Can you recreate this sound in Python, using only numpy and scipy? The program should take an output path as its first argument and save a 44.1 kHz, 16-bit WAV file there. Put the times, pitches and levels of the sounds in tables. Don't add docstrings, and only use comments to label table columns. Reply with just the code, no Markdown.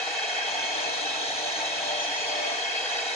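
import sys
import numpy as np
from scipy import signal
from scipy.fft import irfft, next_fast_len
from scipy.io import wavfile

SR = 44100
rng = np.random.default_rng(int(sys.argv[2]) if len(sys.argv) > 2 else 0)


def int16_out(signal):
    q = np.round(np.clip(np.atleast_2d(signal).T, -1, 1) * 32767)
    wavfile.write(sys.argv[1], SR, q.astype(np.int16))


N = 138915
TIME_S = np.arange(N) / SR
PLUNGE_S, LIFT_S = 0.461, 2.61
SPINDLE_HZ = 298.9


def amp(db):
    return 10 ** (np.asarray(db) / 20)


def follow(rows):
    time_s, *columns = np.transpose(rows)
    return [np.interp(TIME_S, time_s, column) for column in columns]


def drift(corner_hz):
    step = 64
    pole = np.exp(-2 * np.pi * corner_hz * step / SR)
    noise = rng.standard_normal(N // step + 1002)
    slow = signal.lfilter([1], [1, -2 * pole, pole ** 2], noise)[1000:]
    slow = (slow - slow.mean()) / slow.std()
    return np.interp(np.arange(N) / step, np.arange(len(slow)), slow)


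def gate(start_s, length_s, edge_s):
    inside_s = np.minimum(TIME_S - start_s, start_s + length_s - TIME_S)
    return np.clip(inside_s / edge_s + 0.5, 0, 1)


def stereo_noise(gain, likeness, lead_rad):
    size = next_fast_len(N)
    hz = np.fft.rfftfreq(size, 1 / SR)
    spectra = rng.standard_normal((2, len(hz))) + 1j * rng.standard_normal((2, len(hz)))
    left, other = spectra * np.sqrt(size * SR / 4)
    alike = np.clip(likeness(hz), 0, 1)
    right = alike * left * np.exp(-1j * lead_rad(hz)) + np.sqrt(1 - alike ** 2) * other
    return irfft(gain(hz) * np.array([left, right]), size)[:, :N]


def resonance(centre_hz, width_hz, likeness, lead_rad):
    left_lead_s = 0.00025

    def gain(hz):
        detune = (hz - centre_hz ** 2 / (hz + 1)) / width_hz
        return 1 / (1 + detune ** 2 * (np.sqrt(2) - 1))

    return stereo_noise(gain, lambda hz: likeness,
                        lambda hz: lead_rad + 2 * np.pi * (hz - centre_hz) * left_lead_s)


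def tone(turns, level_db, lead_rad, pan_db=0):
    angle = 2 * np.pi * (turns + rng.random())
    left = amp(pan_db / 2) * np.sin(angle)
    right = amp(-pan_db / 2) * np.sin(angle - lead_rad)
    return np.sqrt(2) * amp(level_db) * np.array([left, right])


def roar():
    # centre_hz, width_hz, level_db (per Hz), cut_db (added in the cut, taken off outside it),
    # likeness (left-right, 0-1), lead_rad (left ahead)
    resonances = [(114, 21, -97.5, -1, 0.98, -1.2), (175, 37, -90, 4.5, 1, -0.2),
                  (298.6, 45.6, -75.5, 4, 0.89, 1), (468, 40, -63, -1, 0.51, 0.87),
                  (700, 93, -60, -0.13, 0.87, 0.25), (782, 77, -61, -0.5, 0.93, 0.65),
                  (916, 99, -68, 1.1, 0.98, 0.6), (998, 66, -70.5, -1, 0.55, 1.9),
                  (1139, 56, -70.5, -0.8, 0, 2.5), (1320, 57, -68, 1, 0.7, 3.5),
                  (1497, 95, -68.5, -2, 0.1, 2), (1602, 66, -66.5, 0, 0.64, 1.5),
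                  (1752, 78, -62, -1, 0.59, 3), (1901, 131, -63.5, -0.5, 0.5, 3.5),
                  (2227, 124, -68.5, -.5, 1, -1.15), (2557, 134, -63.5, 0, 0.6, 1.13),
                  (2930, 80, -98, 0, 0.5, 0), (3148, 134, -62.5, 0, 0.53, 0.37),
                  (3290, 80, -67.5, 4, 0, 0.4), (3540, 100, -66, 4, 0.8, -2.2),
                  (3850, 132, -61.5, -1, 0.8, 1.35), (4218, 146, -65.5, 1, 0.1, 1),
                  (4428, 50, -67, 1.5, 0.2, -4), (4776, 130, -70, -1, 0, -5), (5070, 200, -78, 2, 0.2, -5),
                  (5304, 210, -72, 0.5, 0.06, -6), (5580, 260, -80, 0.5, 0.6, 3),
                  (5895, 135, -69.5, 0, 0.25, -2), (6176, 86, -70, 1.5, 0.85, -1.7),
                  (6386, 333, -73, 1, 0.92, -1), (7140, 610, -79.5, -0.7, 1, -5),
                  (7900, 200, -98, 6, 1, 3.5), (8430, 310, -85.5, -0.7, 0, 1),
                  (8950, 370, -87, 0.5, 0.2, -1.1), (9920, 430, -94, 1, 0, 4),
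                  (11140, 150, -105, -0.5, 0.1, -4), (11600, 340, -109, -4, .15, 1)]
    # centre_hz, spread_db
    flicker = [(100, 3), (700, 1.25), (1500, 2.7), (2800, 1.5), (6000, 1.93), (10000, 2.5)]
    # time_s, travel (0-1)
    head_path = [(0, 0.36), (.5, 0.14), (.85, 0.32), (1.1, 0.6), (1.5, 0.51), (1.75, 0.52), (2.1, 0.2),
                 (2.7, 0.14), (3.15, 0.53)]
    # centre_hz, change_db
    travel_colour = [(120, 5), (470, -3), (750, 0.5), (1150, -4), (1330, 0.5), (1750, -1), (2215, -7),
                     (2585, -4.5), (3230, 2), (3490, 3), (3820, 21), (4200, 0), (5250, -0.5), (6300, 3),
                     (9000, 4.6)]
    settle_s = 0.13
    cutting = gate(PLUNGE_S, LIFT_S - PLUNGE_S, settle_s)
    travel = follow(head_path)[0] - 0.5
    shared_db = 0.28 * drift(13.0)
    out = 0
    for centre_hz, width_hz, level_db, cut_db, likeness, lead_rad in resonances:
        travel_db = travel * np.interp(centre_hz, *np.transpose(travel_colour))
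        flicker_db = np.interp(centre_hz, *np.transpose(flicker)) * drift(42)
        moved_db = level_db + cut_db * (2 * cutting - 1) + travel_db + flicker_db + shared_db
        out = out + resonance(centre_hz, width_hz, likeness, lead_rad) * amp(moved_db)
    return out


def shop():
    # pitch_hz, level_db (per Hz)
    spectrum = [(20, -112), (50, -104), (90, -89), (200, -91), (400, -74.5), (800, -74), (1250, -102.5),
                (2500, -72.5), (5500, -87), (8000, -89), (10500, -108), (12500, -126)]
    pitch_hz, level_db = np.transpose(spectrum)
    alike_below_hz = 1400
    return stereo_noise(lambda hz: amp(np.interp(np.log(hz + 1), np.log(pitch_hz), level_db)),
                        lambda hz: 1 / (1 + (hz / alike_below_hz) ** 2),
                        lambda hz: 0 * hz)


def motor_whistle(turns):
    # time_s, level_db
    whistle_level = [(0, -55.5), (.5, -52), (.9, -57), (1.3, -58), (2, -53), (2.42, -47.5), (2.65, -53.5),
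                     (2.86, -42.5), (3.15, -49)]
    level_db = follow(whistle_level)[0] + 3.5 * drift(8)
    return tone(16 * turns, level_db, lead_rad=3.9)


def whine():
    # centre_hz, width_hz, likeness (left-right, 0-1), lead_rad (left ahead)
    bands = [(2188, 32, .9, -1.15), (2594, 44, 1, 1.16), (3234, 71, 0.83, 0.8)]
    # time_s, lowest_db, middle_db, upper_db (all per Hz)
    band_levels = [(0, -61, -57, -61.5), (.3, -60, -55.5, -58), (.65, -57, -57, -57.5),
                   (.95, -63, -59, -64), (1.2, -67, -59, -63), (1.45, -66, -70, -72), (1.7, -60, -56, -71),
                   (1.899, -66, -58.5, -55.5), (2.2, -65.5, -59.5, -56), (2.4, -57, -70, -62),
                   (2.62, -61, -69, -54), (2.69, -56, -57, -57), (2.73, -61, -54, -52),
                   (2.79, -61, -52.5, -57), (2.95, -65, -61, -59), (3.03, -61, -55, -61),
                   (3.15, -62, -65, -66)]
    return sum(resonance(*band) * amp(level_db) for band, level_db in zip(bands, follow(band_levels)))


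def cut_rumble():
    # centre_hz, width_hz, likeness (at most 1 is used), lead_rad (left ahead)
    rumble_band = (139, 82, 1.5, -0.25)
    # time_s, level_db (per Hz)
    rumble_level = [(.45, -105), (.48, -87), (.9, -86), (1.25, -88), (1.8, -82), (2.27, -86), (2.32, -98),
                    (2.7, -105)]
    return resonance(*rumble_band) * amp(follow(rumble_level)[0])


def cut_hum(turns, cutting, twice_db, third_db, twice_lead_rad):
    # time_s, level_db
    fourth_level = [(.46, -58.5), (.9, -55), (1.1, -66), (1.5, -57), (2.2, -66), (2.32, -52), (2.52, -46.5),
                    (2.6, -50)]
    first_db = -58.5 + 0.34 * (twice_db - twice_db.mean())
    third_db = third_db + 3.0 * drift(12)
    hum = tone(turns, first_db, lead_rad=2.5, pan_db=0.5)
    hum = hum + tone(2 * turns, twice_db, twice_lead_rad)
    hum = hum + tone(3 * turns, third_db, lead_rad=0.76)
    hum = hum + tone(4 * turns, follow(fourth_level)[0], lead_rad=1.8)
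    waver_db = 0.8 * drift(5.0)
    return cutting * hum * amp(waver_db)


def short_tones():
    # start_s, length_s, pitch_hz, level_db, lead_rad (left ahead)
    tone_rows = [(1.47, .06, 5190, -52, 1.2), (1.52, .07, 6170, -49, -1.1), (1.83, .05, 5270, -51, 2.9),
                 (1.955, .11, 5848, -47, 1.0), (1.99, .1, 6150, -48, -2.9), (2.03, .05, 6480, -51, -.3),
                 (2.09, .1, 5250, -50, -1.2), (2.1, .16, 6165, -45, -2.8), (2.175, .07, 6766, -48, -.6),
                 (2.35, .08, 1783, -44, .7)]
    out = 0
    for start_s, length_s, pitch_hz, level_db, lead_rad in tone_rows:
        turns = np.cumsum(pitch_hz + 7.2 * drift(13.3)) / SR
        ringing = tone(turns, level_db + 3.5 * drift(6.9), lead_rad)
        out = out + gate(start_s, length_s, edge_s=0.023) * ringing
    return out


def scene():
    # time_s, twice_db (hum at twice the speed), third_db (at three times, before its
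    load = [(.46, -47.5, -52.5, 1.4), (.56, -43, -53, 2.2), (.7, -46, -45.5, 2.2), (.84, -39, -53, 2),
            (.95, -41.5, -45, 3.9), (1.12, -46.5, -52.5, 4), (1.26, -43, -50, 3.1),
            (1.34, -48.5, -81, 0.71), (1.47, -36, -42, 2.2), (1.55, -49.5, -59, 1.6), (1.62, -43, -41, 1.4),
            (1.78, -44.5, -74, 1.3), (1.9, -35.5, -42, 1.75), (1.98, -37.5, -57, 1.1),
            (2.1, -46.5, -42.5, 1.3), (2.24, -44.5, -51.5, 1), (2.31, -37.5, -43.5, 1.7),
            (2.38, -36, -46, 1.4), (2.45, -36, -59, 2.1), (2.53, -36.5, -57, 1.8),
            (2.56, -50.5, -62.5, 3.2), (2.6, -53, -58, 2)]
    sag_hz, wander_hz, wobble_hz = 1.335, 0.41, 1.2
    cutting = gate(PLUNGE_S, LIFT_S - PLUNGE_S, edge_s=0.018)
    twice_db, third_db, twice_lead_rad = follow(load)
    sag = cutting * amp(twice_db - twice_db.max())
    turns = np.cumsum(SPINDLE_HZ - sag_hz * sag + wander_hz * drift(9.0)) / SR
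    wobbling_turns = turns + np.cumsum(wobble_hz * drift(23.3)) / SR
    machine = roar() + shop() + motor_whistle(turns) + whine()
    hum = cut_hum(wobbling_turns, cutting, twice_db, third_db, twice_lead_rad)
    return machine + cut_rumble() + hum + short_tones()


def record(dry):
    left_db = 0.3
    bass_cut = signal.butter(2, 28, "high", fs=SR, output="sos")
    top_cut = signal.cheby2(16, 50, 13000, fs=SR, output="sos")
    balanced = dry * amp([[left_db / 2], [-left_db / 2]])
    return signal.sosfilt(top_cut, signal.sosfilt(bass_cut, balanced))


dry = scene()
out = record(dry)
int16_out(out)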